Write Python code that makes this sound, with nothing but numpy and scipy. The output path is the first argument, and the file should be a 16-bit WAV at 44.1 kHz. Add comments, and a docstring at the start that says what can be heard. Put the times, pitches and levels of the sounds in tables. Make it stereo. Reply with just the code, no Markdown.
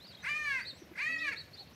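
"""Walled farm yard: a peafowl gives two loud, arching, brassy calls, each a stack of overtones with rasp.
Reflections colour the calls differently in each ear; wall echoes and decaying noise leave a short tail.
Small birds chirp in gliding two-voice whistles; fowl cluck and coo softly as low tones with an octave.
Under it lies a low outdoor rumble with hiss: noise in wavering bands."""
import sys
import numpy as np
from scipy import signal
from scipy.fft import rfft, irfft
from scipy.io import wavfile
from scipy.ndimage import uniform_filter1d

SR = 44100
rng = np.random.default_rng(int(sys.argv[2]) if len(sys.argv) > 2 else 0)


def int16_out(signal):
    """Quantize to a 16-bit WAV file."""
    q = np.round(np.clip(np.atleast_2d(signal).T, -1, 1) * 32767)
    wavfile.write(sys.argv[1], SR, q.astype(np.int16))


N = 77175
TIME_S = np.arange(N) / SR

# Peafowl call contours: (time [s], pitch [Hz], level [dB])
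CALL_ONE = [(0.228, 330, -53), (0.242, 366.2, -35.5), (0.26, 463, -34), (0.28, 552.7, -32),
            (0.297, 595, -27), (0.33, 593.8, -32), (0.365, 612.4, -29), (0.4, 603.8, -32.5),
            (0.445, 598, -31), (0.49, 568.4, -30.5), (0.53, 542.5, -30.5), (0.58, 513, -36),
            (0.597, 484, -35), (0.612, 400, -41.5)]
CALL_TWO = [(0.957, 330, -47), (0.975, 387, -43), (0.99, 461.6, -34.5), (1.007, 529.5, -36),
            (1.03, 596.7, -33), (1.06, 620, -31.5), (1.09, 649.9, -34.5), (1.135, 643.3, -34.5),
            (1.18, 624.4, -40), (1.2, 648.5, -40.5), (1.222, 648, -34.5), (1.245, 608.5, -34),
            (1.262, 595, -32.5), (1.29, 554.6, -31), (1.312, 549.4, -44), (1.335, 442.3, -36)]
# Throat resonances: (frequency [Hz], relative gain [dB])
THROAT = [(600, -34.5), (900, -18), (1200, -15.5), (1430, -9), (1700, -0.5), (1930, 3), (2280, -6.5),
          (2550, -4), (3050, -21), (3600, -26), (4200, -24), (4600, -17), (5000, -36), (5500, -35.5),
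          (6500, -31.5), (8000, -46), (12000, -49.5), (15000, -61)]
# Reflection colour at the ears: (frequency [Hz], left-right level [dB], left-right phase lead [rad])
EAR_COLOUR = [(920, 3, 1.4), (1177, -8.5, -1), (1327, -2, 6), (1440, 21, -4), (1435, 4.5, 3.8),
              (1666, -8.5, -1.5), (1750, -6, -2.5), (1934, 8, -4.5), (2068, 4, 0.5), (2254, -18, 2.2),
              (2263, -9, -0.27), (2587, 8, 3.16), (2528, 5.5, 1.37), (2690, -3, 2), (4860, 0.5, 1.84),
              (7000, -2, 2), (9300, -1.5, 1.5)]
# Breath rasp spectrum shape: (frequency [Hz], relative density [dB per Hz])
RASP_SPECTRUM = [(700, -42), (1200, -31), (1700, -16), (2300, -23), (3100, 1), (4500, 4.5), (5500, 3),
                 (6700, -10), (8500, -1.5), (12000, -19), (15000, -18)]
# Small-bird whistles: (start [s], length [s], start pitch [Hz], middle pitch [Hz], end pitch [Hz],
#   level [dB], left-right level [dB], upper voice re lower [dB])
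CHIRPS = [(0, 0.043, 3426, 4020, 4160, -54.5, 2, -35), (0.03, .045, 3774, 4540, 3580, -52.5, 2, -29),
          (0.064, 0.072, 4850, 4540, 3660, -53, 2.5, -6), (0.129, 0.016, 3160, 3250, 3650, -55, 17, -23),
          (.145, .014, 3700, 3920, 3700, -53, 0, 1.5), (0.17, 0.01, 3390, 3240, 3450, -53, 18, -9.5),
          (0.18, 0.051, 3750, 3810, 4150, -56.5, 5, -18), (0.22, 0.024, 6040, 6130, 6200, -55.5, 7, -25),
          (0.601, 0.042, 4540, 4500, 4930, -49, 7, -26), (0.648, 0.073, 3775, 4267, 3685, -43, 2, -1.5),
          (0.728, 0.069, 7100, 7600, 8500, -69.5, 8, 4), (0.753, 0.11, 5310, 5800, 5330, -66, 5, 1.5),
          (1.175, 0.0275, 4250, 5110, 5200, -53, -2, -3), (1.183, 0.043, 3190, 3680, 3920, -51.5, 4, 1),
          (1.212, 0.026, 4030, 3930, 3680, -57, 0, -21), (1.24, .024, 3410, 3820, 3640, -51, -3, -17),
          (1.315, 0.018, 4210, 4500, 4820, -49.5, 2, -30), (1.358, .066, 3600, 4266, 3850, -46.5, 1, 4.5),
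          (1.53, 0.03, 4280, 4440, 4880, -50.5, -2, -3), (1.566, 0.075, 3550, 4204, 3740, -53.5, 0, 6.5),
          (1.726, 0.033, 5000, 6060, 6140, -64, 6, -8)]
# Fowl clucks: (start [s], length [s], mid pitch [Hz], peak level [dB], octave re fundamental [dB])
CLUCKS = [(0.723, 0.023, 250, -55, -1.5), (0.814, 0.02, 335, -46.5, -39), (0.856, .024, 320, -61, -28),
          (0.905, .028, 325, -48.5, -34), (1.296, 0.038, 480, -55, -20), (1.348, 0.015, 235, -63.5, 8.5),
          (1.574, 0.084, 390, -67.5, 8)]
# Fowl coo contour: (time [s], pitch [Hz], level [dB])
COO = [(1.09, 256.4, -57), (1.13, 264.6, -55.5), (1.17, 289, -60), (1.24, 296.7, -57), (1.28, 329, -58.5),
       (1.32, 278.5, -60)]
# Wall echoes: (delay [s], level re direct [dB], left-right level [dB])
ECHOES = [(.0095, -21, 2), (.019, -22, -3), (.036, -24, 2), (.078, -24, 0)]
# Outdoor noise spectrum shape: (frequency [Hz], relative density [dB per Hz])
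AIR_SPECTRUM = [(25, -80), (45, -28.5), (70, -0.5), (110, -1), (180, -1), (280, -6.5), (400, -9.5),
                (550, -6.5), (800, -13), (1300, -14), (2000, -11), (3000, -15), (4200, -17.5), (5500, -21),
                (8000, -31.5), (10500, -31), (12500, -26), (15500, -35)]
# Likeness of the outdoor noise at the ears: (frequency [Hz], left-right correlation [-1 to 1])
EAR_LIKENESS = [(60, 1), (250, 0.81), (600, 0.74), (1500, 0), (4000, 0), (12000, 0.084)]

# Peafowl
VOICE_DB = -1.6
ATTACK_S, RELEASE_S = 0.0056, 0.013  # shared with the coo
JITTER_SHARE, JITTER_HZ = 0.00603, 246  # rms share of pitch
FLUTTER_DB_AT_THIRD, FLUTTER_HZ = 1.5, 26.4  # grows with harmonic number up to the ninth
CLEAR_PITCH_HZ, SLACK_PITCH_HZ = 626, 454  # harsher as pitch drops
RASP_CLEAR_DB, RASP_SLACK_DB = -29, -18
BEAK_OPENS_S, BEAK_CENTRE_HZ, BEAK_CUT_DB_PER_OCTAVE = 0.034, 1500, 17
EDGE_CENTRE_HZ, EDGE_ONE_DB, EDGE_TWO_DB = 2390, 0, 3.5  # upper-overtone bite of each call
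# Chirps
UPPER_OFFSET_HZ, UPPER_END_SPREAD_HZ = 280.5, 292  # spread adds at both ends of a chirp
CHIRP_SECOND_DB, CHIRP_JITTER_SHARE, CHIRP_BEND_POWER = -18, 0.015, 1.9
CHIRP_FLUTTER_DB, CHIRP_RIGHT_LAG_S = 1.2, 0.00005
CHIRP_ECHO_DB, CHIRP_TAIL_DB = 0.5, -2.5  # added to the yard levels
# Fowl
COO_SECOND_DB = -7
CLUCK_FALL_SHARE, CLUCK_JITTER_SHARE = 0.16, 0.0525
# Yard, outdoor noise, top cut
YARD_DB, YARD_T60_S = -10, 0.27
FAR_DB, FAR_T60_S = -16, 0.5
AIR_DB, AIR_WAVER_DB = -55.5, 2.1
CUTOFF_HZ = 15600


def from_db(db):
    """Convert decibels to amplitude gain."""
    return 10 ** (np.asarray(db) / 20)


def rms_one(x):
    """Scale to unit rms."""
    return x / np.sqrt(np.mean(x ** 2) + 1e-20)


def at_hz(points, hz, axis=1):
    """Interpolate a table column over log frequency."""
    table = np.array(points)
    return np.interp(np.log(np.maximum(hz, 1)), np.log(table[:, 0]), table[:, axis])


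def drift(hz):
    """Unit-rms random curve: noise through a two-pole low-pass."""
    pole = np.exp(-2 * np.pi * hz / SR)
    noise = rng.standard_normal(2 * N)
    smooth = signal.lfilter([1], [1, -2 * pole, pole * pole], noise)
    return rms_one(smooth[N:])  # drop the filter's start-up


def pan(db):
    """Left and right gains of unit mean power for a level difference."""
    gains = from_db(np.array([db, -db]).reshape(2, -1) / 2)
    return gains / np.sqrt(np.mean(gains ** 2, axis=0))


def running_phase(hz):
    """Integrate a pitch curve to phase in radians."""
    return 2 * np.pi * np.cumsum(hz) / SR


def contour(rows):
    """Smoothed pitch and gain of one call, faded at both ends."""
    time_s, pitch_hz, level_db = np.transpose(rows)
    fade_in = np.clip((TIME_S - time_s[0]) / ATTACK_S + 1, 0, 1)
    fade_out = np.clip((time_s[-1] - TIME_S) / RELEASE_S + 1, 0, 1)
    hz = uniform_filter1d(np.interp(TIME_S, time_s, pitch_hz), size=250)
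    return hz, fade_in * fade_out * from_db(np.interp(TIME_S, time_s, level_db))


def peafowl_rasp(hz, phase):
    """Breath noise puffs once per voice cycle, stronger as the pitch drops."""
    puffs = rng.standard_normal((2, N)) * (1 + np.cos(phase))
    shape = from_db(at_hz(RASP_SPECTRUM, np.fft.rfftfreq(N, 1 / SR)))
    rasp = rms_one(irfft(rfft(puffs) * shape, N))
    rasp_db = np.interp(hz, [SLACK_PITCH_HZ, CLEAR_PITCH_HZ], [RASP_SLACK_DB, RASP_CLEAR_DB])
    return from_db(rasp_db) * rasp


def peafowl(rows, edge_db):
    """Overtones glide through fixed throat resonances while the opening beak widens the spectrum."""
    hz, loud = contour(rows)
    phase = running_phase(hz * (1 + JITTER_SHARE * drift(JITTER_HZ)))
    voice, on = np.zeros((2, N)), loud > 0
    shut = np.clip(1 - (TIME_S[on] - rows[0][0]) / BEAK_OPENS_S, 0, 1)
    for k in range(1, 25):
        f = k * hz[on]
        edge = edge_db * np.clip(1 + 2 * np.log2(f / EDGE_CENTRE_HZ), 0, 1)
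        beak_cut = BEAK_CUT_DB_PER_OCTAVE * shut * np.abs(np.log2(f / BEAK_CENTRE_HZ))
        flutter = FLUTTER_DB_AT_THIRD * min(k / 3, 3) * drift(FLUTTER_HZ)[on]
        gain = from_db(VOICE_DB + at_hz(THROAT, f) + edge - beak_cut + flutter)
        ear_gain = uniform_filter1d(gain * pan(at_hz(EAR_COLOUR, f)), size=250)
        lead = uniform_filter1d(at_hz(EAR_COLOUR, f, axis=2), size=400)
        ear_lead = lead * np.array([[0.5], [-0.5]])
        start_phase = rng.uniform(0, 2 * np.pi)
        voice[:, on] += np.sqrt(2) * ear_gain * np.sin(k * phase[on] + ear_lead + start_phase)
    return loud * (voice + peafowl_rasp(hz, phase))


def chirps():
    """Gliding whistles from both sides of the syrinx, one voice a little above the other."""
    out, waver = np.zeros((2, N)), 1 + CHIRP_JITTER_SHARE * drift(133)
    for start_s, length_s, start_hz, mid_hz, end_hz, db, side_db, upper_db in CHIRPS:
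        on = (TIME_S > start_s) & (TIME_S < start_s + length_s)
        u = 2 * (TIME_S[on] - start_s) / length_s - 1  # -1 at start, 1 at end
        bend = np.abs(np.sin(u * np.pi / 2)) ** CHIRP_BEND_POWER
        hz = (mid_hz + (np.where(u < 0, start_hz, end_hz) - mid_hz) * bend) * waver[on]
        swell = np.sqrt(1 - u * u)
        lower = running_phase(hz)
        upper = running_phase(hz + UPPER_OFFSET_HZ + UPPER_END_SPREAD_HZ * u * u)
        tone = np.sin(lower) + from_db(CHIRP_SECOND_DB) * np.sin(2 * lower)
        tone += from_db(upper_db) * swell ** 2 * np.sin(upper)
        out[:, on] += np.sqrt(2) * from_db(db) * pan(side_db) * swell * tone
    out[1] = np.interp(TIME_S - CHIRP_RIGHT_LAG_S, TIME_S, out[1])
    return out * from_db(CHIRP_FLUTTER_DB * drift(134))


def coo():
    """A faint low tone with its octave rises, then drops at the end."""
    hz, loud = contour(COO)
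    phase = running_phase(hz * (1 + 0.018 * drift(70)))
    return np.sqrt(2) * loud * (np.sin(phase) + from_db(COO_SECOND_DB) * np.sin(2 * phase))


def clucks():
    """Short, rough, falling low tones, each with its octave."""
    out, waver = np.zeros(N), 1 + CLUCK_JITTER_SHARE * drift(115)
    for start_s, length_s, pitch_hz, db, octave_db in CLUCKS:
        u = np.clip((TIME_S - start_s) / length_s, 0, 1)
        phase = running_phase(pitch_hz * waver * (1 - CLUCK_FALL_SHARE * (u - 0.5)))
        tone = np.sin(phase) + from_db(octave_db) * np.sin(2 * phase)
        out += from_db(db) * np.sin(np.pi * u) ** 2 * tone
    return np.sqrt(2) * out


def yard(x, echo_db, tail_db):
    """Direct sound plus discrete wall echoes, a short scatter and a faint far tail."""
    out = x.copy()
    for delay_s, db, side_db in ECHOES:
        delayed = np.array([np.interp(TIME_S - delay_s, TIME_S, ear, left=0) for ear in x])
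        out += from_db(db + echo_db) * pan(side_db) * delayed
    tail = 0
    for db, t60_s in ((YARD_DB, YARD_T60_S), (FAR_DB, FAR_T60_S)):
        decay = np.exp(-np.log(1000) * TIME_S / t60_s) * np.minimum(TIME_S / 0.01, 1)
        scatter = rng.standard_normal((2, N)) * decay
        tail = tail + from_db(db + tail_db) * rms_one(scatter) / np.sqrt(N)  # unit energy before gain
    return out + signal.fftconvolve(x, tail, axes=1)[:, :N]


def air():
    """Outdoor rumble and hiss: noise in wavering octave bands, alike in both ears in the bass."""
    hz, out = np.fft.rfftfreq(N, 1 / SR), 0
    mid, side = rfft(rng.standard_normal((2, N))) * from_db(at_hz(AIR_SPECTRUM, hz))
    alike = np.clip(at_hz(EAR_LIKENESS, hz), -1, 1)
    ears = np.sqrt(1 + alike) * mid + np.sqrt(1 - alike) * side * [[1], [-1]]
    edges_hz = 20 * 2.0 ** np.arange(11)
    for low, high in zip(edges_hz, edges_hz[1:]):
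        band = irfft(ears * ((hz >= low) & (hz < high)), N)
        out = out + band * from_db(AIR_WAVER_DB * drift(36))
    return from_db(AIR_DB) * rms_one(out)


def scene():
    """Calls and chirps with yard reflections; fowl and outdoor noise direct."""
    calls = peafowl(CALL_ONE, EDGE_ONE_DB) + peafowl(CALL_TWO, EDGE_TWO_DB)
    reflected_calls = yard(calls, echo_db=0, tail_db=0)
    reflected_chirps = yard(chirps(), CHIRP_ECHO_DB, CHIRP_TAIL_DB)
    return reflected_calls + reflected_chirps + coo() + clucks() + air()


def record(dry):
    """Cut the top steeply with an elliptic low-pass."""
    low_pass = signal.ellip(10, 0.1, 80, CUTOFF_HZ, fs=SR, output="sos")
    return signal.sosfilt(low_pass, dry)


dry = scene()
out = record(dry)
int16_out(out)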